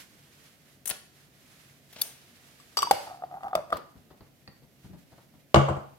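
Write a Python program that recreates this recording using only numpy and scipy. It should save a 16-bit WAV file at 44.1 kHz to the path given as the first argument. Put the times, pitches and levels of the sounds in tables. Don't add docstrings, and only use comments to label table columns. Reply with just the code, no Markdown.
import sys
import numpy as np
from scipy import signal
from scipy.fft import rfft, irfft
from scipy.io import wavfile
from scipy.ndimage import uniform_filter1d

SR = 44100
rng = np.random.default_rng(int(sys.argv[2]) if len(sys.argv) > 2 else 0)


def to_wav(s):
    ch = np.atleast_2d(s).T
    pcm = np.round(np.clip(ch, -1, 1) * 32767)
    wavfile.write(sys.argv[1], SR, pcm.astype(np.int16))


N = 263718
T = np.arange(SR * 3 // 4) / SR
CUTOFF_HZ = 16100
SEATED_S, BITE_S, TIGHT_S = 2.91, 3.705, 3.752

# (frequency [Hz], relative level per Hz [dB])
BODY_SPECTRUM = [(100, -4.5), (380, -2), (700, 4), (1100, -5), (1600, -2), (3500, 2.5), (6000, -4.5),
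                 (9000, -21), (16000, -35)]
# (frequency [Hz], relative level per Hz [dB])
CLICK_SPECTRUM = [(80, -30.5), (400, 3.5), (1200, 8), (1750, -6.5), (2100, -1), (3400, 3), (3950, -8.5),
                  (4600, 2), (5450, -3), (6300, -6), (7300, -7), (8100, -6.5), (12400, -6), (16000, -13.5)]
# (time [s], frequency [Hz])
JAR_AIR_PITCH = [(2.79, 1173), (2.83, 1120), (2.91, 795), (3.23, 733), (3.44, 770), (3.53, 761),
                 (3.55, 659), (3.61, 613), (3.72, 670), (3.77, 650)]


def amp(db):
    return 10 ** (np.asarray(db) / 20)


def unit(x):
    return x / np.sqrt(np.mean(x ** 2) + 1e-20)


def read(points, hz):
    f, value = np.transpose(points)
    return np.interp(np.log(hz + 1), np.log(f + 1), value)


def progress(s, start, end):
    return np.clip((s - start) / (end - start), 0, 1)


def add(mix, s, sound):
    part = mix[:, round(s * SR):][:, :sound.shape[1]]
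    part += sound[:, :part.shape[1]]


def fade(t60):
    return np.exp(-np.log(1000) * T / t60)


def rise(s):
    return 1 - np.exp(-T / s)


def wobble(size, order):
    smooth = uniform_filter1d(rng.standard_normal(size), order)
    return unit(uniform_filter1d(smooth, order))


def noise(spectrum, alike, size=len(T), uneven_db=0, treble_db=0):
    alike = np.clip(alike, 0, 1)
    shared = rng.standard_normal(size)
    white = np.sqrt(alike) * shared + np.sqrt(1 - alike) * rng.standard_normal((2, size))
    hz = np.fft.rfftfreq(size, 1 / SR)
    knots_hz = np.linspace(0, SR / 2, 120)
    ripple_db = uneven_db * np.interp(hz, knots_hz, rng.uniform(-1, 1, len(knots_hz)))
    tilt_db = treble_db * hz / CUTOFF_HZ
    return unit(irfft(rfft(white) * amp(read(spectrum, hz) + ripple_db + tilt_db), size))


def ring(modes, spread, uneven_db=0, damping=1, detune=0):
    offsets = spread * rng.uniform(-1, 1, (len(modes), 2, 1))
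    favours_db = uneven_db * rng.uniform(-1, 1, len(modes))
    shifts = detune * rng.uniform(-1, 1, len(modes))
    total = 0
    for (hz, db, t60), offset, favour_db, shift in zip(modes, offsets, favours_db, shifts):
        tone = np.sin(2 * np.pi * hz * (1 + shift) * T + offset)
        total = total + amp(db + favour_db) * fade(t60 / damping) * tone
    return total


def resonate(x, hz, width_hz):
    turn = np.exp(2j * np.pi * np.cumsum(hz) / SR)
    r = np.exp(-np.pi * width_hz / SR)
    return 2 * (turn * signal.lfilter([1 - r], [1, -r], x / turn)).real


def place(x, left_db, lead_ms, shadow_db=0):
    hz = np.fft.rfftfreq(N, 1 / SR)
    balance = amp((left_db + shadow_db * hz / CUTOFF_HZ) / 2)
    late = np.exp(-2j * np.pi * hz * lead_ms / 1000)
    return irfft(rfft(x) * np.array([balance, late / balance]), N)


def room(x):
    # (frequency [Hz], t60 [s])
    band_t60 = [(100, 0.88), (400, 0.38), (900, .5), (2000, 0.42), (5000, 0.55), (10000, 0.37),
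                (16000, 0.32)]
    # (frequency [Hz], relative level [dB])
    band_colour = [(60, -12.5), (300, 0.5), (800, 2), (1600, 3.5), (4500, -2.5), (10000, -0.5), (16000, -4)]
    reflections_per_s = 4000
    taps = rng.choice([-1., 1.], (2, len(T))) * (rng.random((2, len(T))) < reflections_per_s / SR)
    taps *= np.clip((T - .008) / 0.006, 0, 1)
    hz, t, bands = signal.stft(taps, SR, nperseg=256)
    decay = np.exp(-np.log(1000) * t / read(band_t60, hz)[:, None])
    bands = bands * decay * amp(read(band_colour, hz))[:, None]
    tail = signal.istft(bands, SR, nperseg=256)[1]
    tail = tail / np.linalg.norm(tail[0])
    return signal.fftconvolve(x.mean(0)[None], tail, axes=1)[:, :N]


def bump(thud_db, tap_db, rise_s):
    # (frequency [Hz], relative level per Hz [dB])
    thud_spectrum = [(25, -61.5), (55, -1.5), (110, -1.5), (190, -3.5), (300, -13), (600, -28.5),
                     (2000, -42.5), (16000, -76.5)]
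    # (frequency [Hz], relative level per Hz [dB])
    tap_spectrum = [(60, -31), (300, 9.5), (700, 7), (1300, -0.5), (2500, -13), (4600, -9.5), (7000, -32),
                    (16000, -23.5)]
    thud = amp(thud_db) * noise(thud_spectrum, 0.76) * fade(0.13)
    tap = amp(tap_db) * noise(tap_spectrum, 0.88) * fade(0.099)
    return (thud + tap) * rise(rise_s)


def background():
    # (frequency [Hz], relative level per Hz [dB])
    floor_spectrum = [(20, -29.5), (45, -10), (70, -5.5), (140, -3.5), (250, -3), (400, -10.5),
                      (700, -12.5), (1100, -34.5), (2000, -28), (4400, -44), (8000, -42), (14000, -24),
                      (16000, -36.5)]
    # (frequency [Hz], relative level per Hz [dB])
    swish_spectrum = [(60, -16.5), (250, -4), (550, -1), (1050, 2), (1800, 6), (3000, 4), (6500, 0),
                      (8000, -2), (12000, -2), (16000, -12.5)]
    # (middle [s], half length to 1/e of the power [s], level [dB])
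    swishes = [(0, 0.036, -50), (0.23, 0.29, -62), (0.46, 0.13, -61.5), (0.722, 0.076, -62),
               (1.187, 0.054, -61), (1.582, 0.18, -59), (1.976, 0.077, -57.5), (2.55, 0.38, -59),
               (3.0, 0.088, -49.5), (4.856, 0.028, -63.5), (5.0, .02, -67), (5.154, 0.084, -67.5)]
    rest_db = -68
    hum_spectrum = [(100, -53), (130, -14.5), (139, -3.0), (148, -11.5), (190, -56), (1000, -91.5)]
    floor = amp(-63) * noise(floor_spectrum, 0.77, size=N)
    hum = amp(-68.5) * noise(hum_spectrum, .8, size=N)
    t = np.arange(N) / SR
    power = amp(rest_db) ** 2
    for s, half_s, db in swishes:
        power = power + amp(db) ** 2 * np.exp(-((t - s) / half_s) ** 2)
    uneven_db = wobble(size=N, order=900)
    swish = np.sqrt(power) * amp(uneven_db) * noise(swish_spectrum, 0.067, size=N)
    return floor + hum + place(swish, left_db=-3.5, lead_ms=0)


def tools():
    # (time [s], tick level [dB], low body level [dB], t60 [s])
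    clatter = [(.856, -23, -33.5, 0.027), (.869, -34, -40, .06), (0.8749, -16, -53, 0.017),
               (0.8785, -26.5, -49, .05), (.892, -20, -31, 0.026), (0.8985, -19.5, -26.5, 0.032),
               (0.908, -35, -21.5, 0.035)]
    # (frequency [Hz], relative level per Hz [dB])
    tick_spectrum = [(300, -17), (2000, -12.5), (4500, -21), (6000, -5.5), (7800, -2.5), (9500, 3.5),
                     (11300, 1.5), (13000, -8), (14000, 0), (16000, -8)]
    out = np.zeros((2, N))
    for s, db, body_db, t60 in clatter:
        tick = amp(db) * noise(tick_spectrum, 0.019, uneven_db=9)
        body = amp(body_db) * noise(BODY_SPECTRUM, 0.48)
        add(out, s, (tick + body) * rise(0.0019) * fade(t60))
    return place(out, left_db=-0.5, lead_ms=0.057, shadow_db=16.0) + amp(-8.5) * room(out)


def lid_pickup():
    # (time [s], level [dB], low body level [dB], t60 [s])
    catches = [(1.927, -47, -48.5, 0.072), (1.96, -59, -41, 0.079), (1.983, -54, -47.5, 0.7),
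               (2.0136, -17.5, -38, 0.043), (2.0172, -14.5, -34, 0.019)]
    # (frequency [Hz], relative level per Hz [dB])
    snap_spectrum = [(300, -27), (2500, -61), (3600, -13), (5000, -5), (6500, 1.5), (7500, -7.5), (9000, 4),
                     (10200, -0.5), (11400, 6.5), (13200, 1), (15500, 1)]
    # (frequency [Hz], relative level [dB], t60 [s])
    free_modes = [(3570, -3.5, 0.024), (4560, 5.5, 0.013), (5400, -8, 0.016), (9800, -19, 0.064),
                  (11350, 0, 0.027), (11350, -13.5, .025), (11800, -19, .03)]
    lid_free_s, lid_ring_db = 2.0168, -16.5
    scrape, ping = np.zeros((2, 2, N))
    for s, db, body_db, t60 in catches:
        snap = amp(db) * noise(snap_spectrum, 0.39, uneven_db=2)
        body = amp(body_db) * noise(BODY_SPECTRUM, 0.92)
        add(scrape, s, (snap + body) * fade(t60) * rise(0.0011))
    add(ping, lid_free_s, amp(lid_ring_db) * ring(free_modes, spread=0.59) * rise(0.00092))
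    direct = place(scrape + ping, left_db=1.5, lead_ms=0.063, shadow_db=5.5)
    return direct + amp(-7.5) * room(scrape + amp(-26) * ping)


def lid_twist():
    # (time [s], strength [dB], hard edge relative to strength [dB])
    contacts = [(2.599, -47, -11), (2.7703, -20, -1), (2.7775, -26, -1.5), (2.7878, -19.5, -6),
                (2.821, -31.5, 6), (2.8287, -10, -14.5), (2.8712, -18.5, -25), (2.9102, -2.5, -10.5),
                (3.0775, -28.5, -30), (3.2215, -26, -39.5), (3.2362, -18.5, -47), (3.312, -32, -35.5),
                (3.340, -26.5, -33), (3.407, -32, -47), (3.4322, -24.5, -25), (3.481, -29, -22.5),
                (3.5098, -34, -42), (3.5307, -16, -42), (3.552, -10, -12.5), (3.703, -33, -13.5),
                (3.7225, -20.5, -23), (3.7265, -9.5, -25.5), (3.756, -25, -32), (3.769, -31, -4.5)]
    # (frequency [Hz], relative level [dB], t60 [s])
    panel_modes = [(1226, 2, 0.02), (1347, -13.5, .025), (1910, -12, .02), (2700, -25.5, 0.024),
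                   (3520, -20, .03)]
    # (frequency [Hz], relative level [dB], t60 before the lid damps them [s])
    glass_modes = [(2976, -7, 0.057), (3500, -4, 0.053), (3700, -9.5, 0.066), (4676, -1, 0.11),
                   (4950, -7, .05), (5005, -5, 0.044), (5510, -7, .04), (5700, -3.5, 0.059),
                   (6380, -10.5, 0.063), (7830, -9.5, .045), (8010, -1.5, 0.064), (9600, -16, 0.021),
                   (12700, -10.5, .04), (13600, -12, .035)]
    touch_s = 2.76
    hard_rise_s, softer_per_doubling_db = 0.00039, 22.5
    air_t60_s, sealed_damping, sealed_db = 0.036, 3.7, -7
    panel_base_db, panel_per_edge_db, panel_taut_db = -8, 0.24, 11.5
    glass_loose_db, glass_pressed_db, glass_damping, grip_detune = -2.5, -15, 2.5, .008
    dull_per_db = 0.1
    push_delay_s, push_loose_db, push_tight_db, push_tap_db, sealed_tap_db = .006, -37.5, -29, -29, 19

    air, edge, push = np.zeros((3, 2, N))
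    for s, db, edge_db in contacts:
        pressed = progress(s, touch_s, SEATED_S)
        taut = progress(s, SEATED_S, TIGHT_S)
        sealed = progress(s, BITE_S, TIGHT_S)

        hz = np.interp(s, *np.transpose(JAR_AIR_PITCH))
        rise_s = hard_rise_s * 2 ** (-edge_db / softer_per_doubling_db)
        tone = np.sin(2 * np.pi * hz * T) * rise(rise_s) * fade(air_t60_s / sealed_damping ** sealed)
        panel_db = panel_base_db + panel_per_edge_db * edge_db + panel_taut_db * taut
        panel = amp(panel_db) * ring(panel_modes, spread=1.0, uneven_db=6) * rise(0.0009)
        add(air, s, amp(db) * (amp(sealed_db * sealed) * tone + panel))

        glass_db = glass_loose_db + (glass_pressed_db - glass_loose_db) * pressed
        glass = amp(glass_db) * ring(glass_modes, spread=0.92, uneven_db=6.5,
                                     damping=glass_damping ** pressed, detune=grip_detune)
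        click = noise(CLICK_SPECTRUM, 0.2565, uneven_db=6, treble_db=dull_per_db * edge_db) * fade(0.029)
        add(edge, s, amp(db + edge_db) * (click + glass) * rise(0.0006))

        thud_db = db + push_loose_db + (push_tight_db - push_loose_db) * taut
        tap_db = db + push_tap_db + sealed_tap_db * sealed
        add(push, s + push_delay_s, bump(thud_db, tap_db, rise_s=0.0052))
    air += lid_slide()
    shield = amp(np.interp(np.arange(N) / SR, [3, 3.5], [0, -6]))
    direct = place(air, left_db=0.6, lead_ms=0.18) + push
    direct = direct + place(edge, left_db=0, lead_ms=0.12, shadow_db=11.5)
    return direct + amp(-20) * room(air) + amp(-7.5) * room(edge * shield) + amp(-8.0) * room(push)


def lid_slide():
    # (start [s], length [s], level before sag [dB])
    turns = [(2.953, 0.079, -44), (3.072, 0.061, -43.5), (3.322, 0.064, -47), (3.427, 0.059, -36),
             (3.545, 0.056, -33.5), (3.714, 0.052, -35)]
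    # (frequency [Hz], relative level per Hz [dB])
    scrape_spectrum = [(100, -11.5), (450, -9.5), (900, -2.5), (1250, 1), (1550, -10), (1900, -16.5),
                       (3500, -32), (7000, -36), (16000, -36.5)]
    attack_s, sag_db, release_s, drag_db = 0.004, -5.5, 0.011, -55.5
    slips_per_s = 800
    t = np.arange(N) / SR
    effort = amp(drag_db) * (t > SEATED_S) * (t < TIGHT_S)
    for start, length, db in turns:
        attack = progress(t, start, start + attack_s)
        sagging = amp(db + sag_db * progress(t, start, start + length))
        release = np.exp(-np.maximum(t - start - length, 0) / release_s)
        effort = effort + attack * sagging * release
    slips = (rng.random(N) < slips_per_s / SR) * rng.standard_normal(N)
    pitch_hz = np.interp(t, *np.transpose(JAR_AIR_PITCH))
    air = unit(resonate(resonate(slips, pitch_hz, 170.1), pitch_hz, 170.2))
    colour = amp(read(scrape_spectrum, np.fft.rfftfreq(N, 1 / SR)))
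    panel = unit(irfft(rfft(slips) * colour, N))
    return effort * (air + amp(-6.0) * panel)


def handling():
    # (time [s], thud level [dB], tap level [dB])
    bumps = [(3.953, -41, -52), (4.102, -48, -44), (4.621, -49.5, -56), (4.842, -37.5, -48.5),
             (4.894, -37, -67), (4.93, -35.5, -48), (5.118, -48.5, -47.5), (5.175, -56, -48),
             (5.335, -48, -53.5)]
    out = np.zeros((2, N))
    for s, thud_db, tap_db in bumps:
        add(out, s, bump(thud_db, tap_db, rise_s=0.0088))
    return place(out, left_db=2.5, lead_ms=-0.067) + amp(-6.5) * room(out)


def lid_flicks():
    # (time [s], ping level [dB], thud level [dB])
    flicks = [(4.2071, -63.5, -45.5), (4.4764, -49, -44)]
    # (frequency [Hz], relative level [dB], t60 [s])
    tight_modes = [(834, -3, 0.025), (1874, 0.5, 0.04), (1947, -6, 0.039), (2060, -7, 0.034),
                   (2515, -1, 0.026), (4550, 4, 0.03), (4500, 0.5, 0.03)]
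    ping, nudge = np.zeros((2, 2, N))
    for s, ping_db, thud_db in flicks:
        tick = noise(CLICK_SPECTRUM, .25, treble_db=-25) * fade(.03)
        tones = amp(2) * ring(tight_modes, spread=0.56)
        add(ping, s, amp(ping_db) * (tones + tick) * rise(0.00038))
        add(nudge, s, bump(thud_db, tap_db=-50, rise_s=0.0012))
    return place(ping, left_db=-2, lead_ms=-0.1) + nudge + amp(-7.5) * room(ping + nudge)


def jar_landing():
    # (time [s], knock level [dB], desk boom level [dB], glass tick level [dB])
    impacts = [(5.5431, -7, -20.5, -15), (5.5586, -9.5, -13, -22), (5.6847, -17, -50, -55),
               (5.697, -32, -26, -64.5), (5.765, -27.5, -39, -72)]
    # (frequency [Hz], relative level per Hz [dB])
    knock_spectrum = [(25, -49), (45, -8), (75, 1), (250, -4), (600, 7.5), (900, -0.5), (1300, -5.5),
                      (1800, -20.5), (2400, -22), (3300, -34), (5500, -43), (8000, -30), (10000, -48),
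                      (16000, -45)]
    # (frequency [Hz], relative level per Hz [dB])
    base_spectrum = [(300, -19), (1800, 2.5), (3300, 1.5), (5500, -6), (7500, -11.5), (10000, -20.5),
                     (16000, -26)]
    # (frequency [Hz], relative level [dB], t60 [s])
    desk_modes = [(62.4, -25, 0.076), (86.4, 6, 0.11), (138.6, 0, 0.4), (205.3, -3, 0.18),
                  (333.7, 0.5, 0.15), (488, -7, 0.07), (564, -14.5, 0.14), (595, -4.5, 0.087),
                  (687.5, -2.5, 0.11), (840, -13.5, 0.12), (905, -24.5, 0.059), (950, -17.5, 0.041),
                  (1160, -5, 0.079), (1216, -17, 0.091), (1217, -14.5, 0.12), (1393, -16, 0.084)]
    punch_db, punch_t60_s = -9, 0.023
    blow, boom = np.zeros((2, 2, N))
    punch = amp(punch_db) * noise(knock_spectrum, 0.54) * fade(punch_t60_s) * rise(.001)
    add(blow, impacts[0][0], punch)
    for s, knock_db, boom_db, tick_db in impacts:
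        knock = amp(knock_db) * noise(knock_spectrum, 0.36) * fade(0.075) * rise(0.00081)
        tick = amp(tick_db) * noise(base_spectrum, 0.17, uneven_db=4) * fade(0.035) * rise(0.00047)
        add(blow, s, knock + tick)
        add(boom, s, amp(boom_db) * ring(desk_modes, spread=0.4) * rise(0.0058))
    direct = place(blow, left_db=2, lead_ms=0.22) + place(boom, left_db=3, lead_ms=0.32)
    return direct + amp(-6.0) * room(blow + amp(-17) * boom)


def scene():
    return background() + tools() + lid_pickup() + lid_twist() + handling() + lid_flicks() + jar_landing()


def record(dry):
    thin = signal.sosfilt(signal.butter(2, 42, "high", fs=SR, output="sos"), dry)
    ceiling = .85
    held = thin / (1 + (thin / ceiling) ** 6) ** (1 / 6)
    lowpass = signal.firwin(511, CUTOFF_HZ, window=("kaiser", 9), fs=SR)
    return signal.oaconvolve(held, lowpass[None], "same")


dry = scene()
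out = record(dry)
to_wav(out)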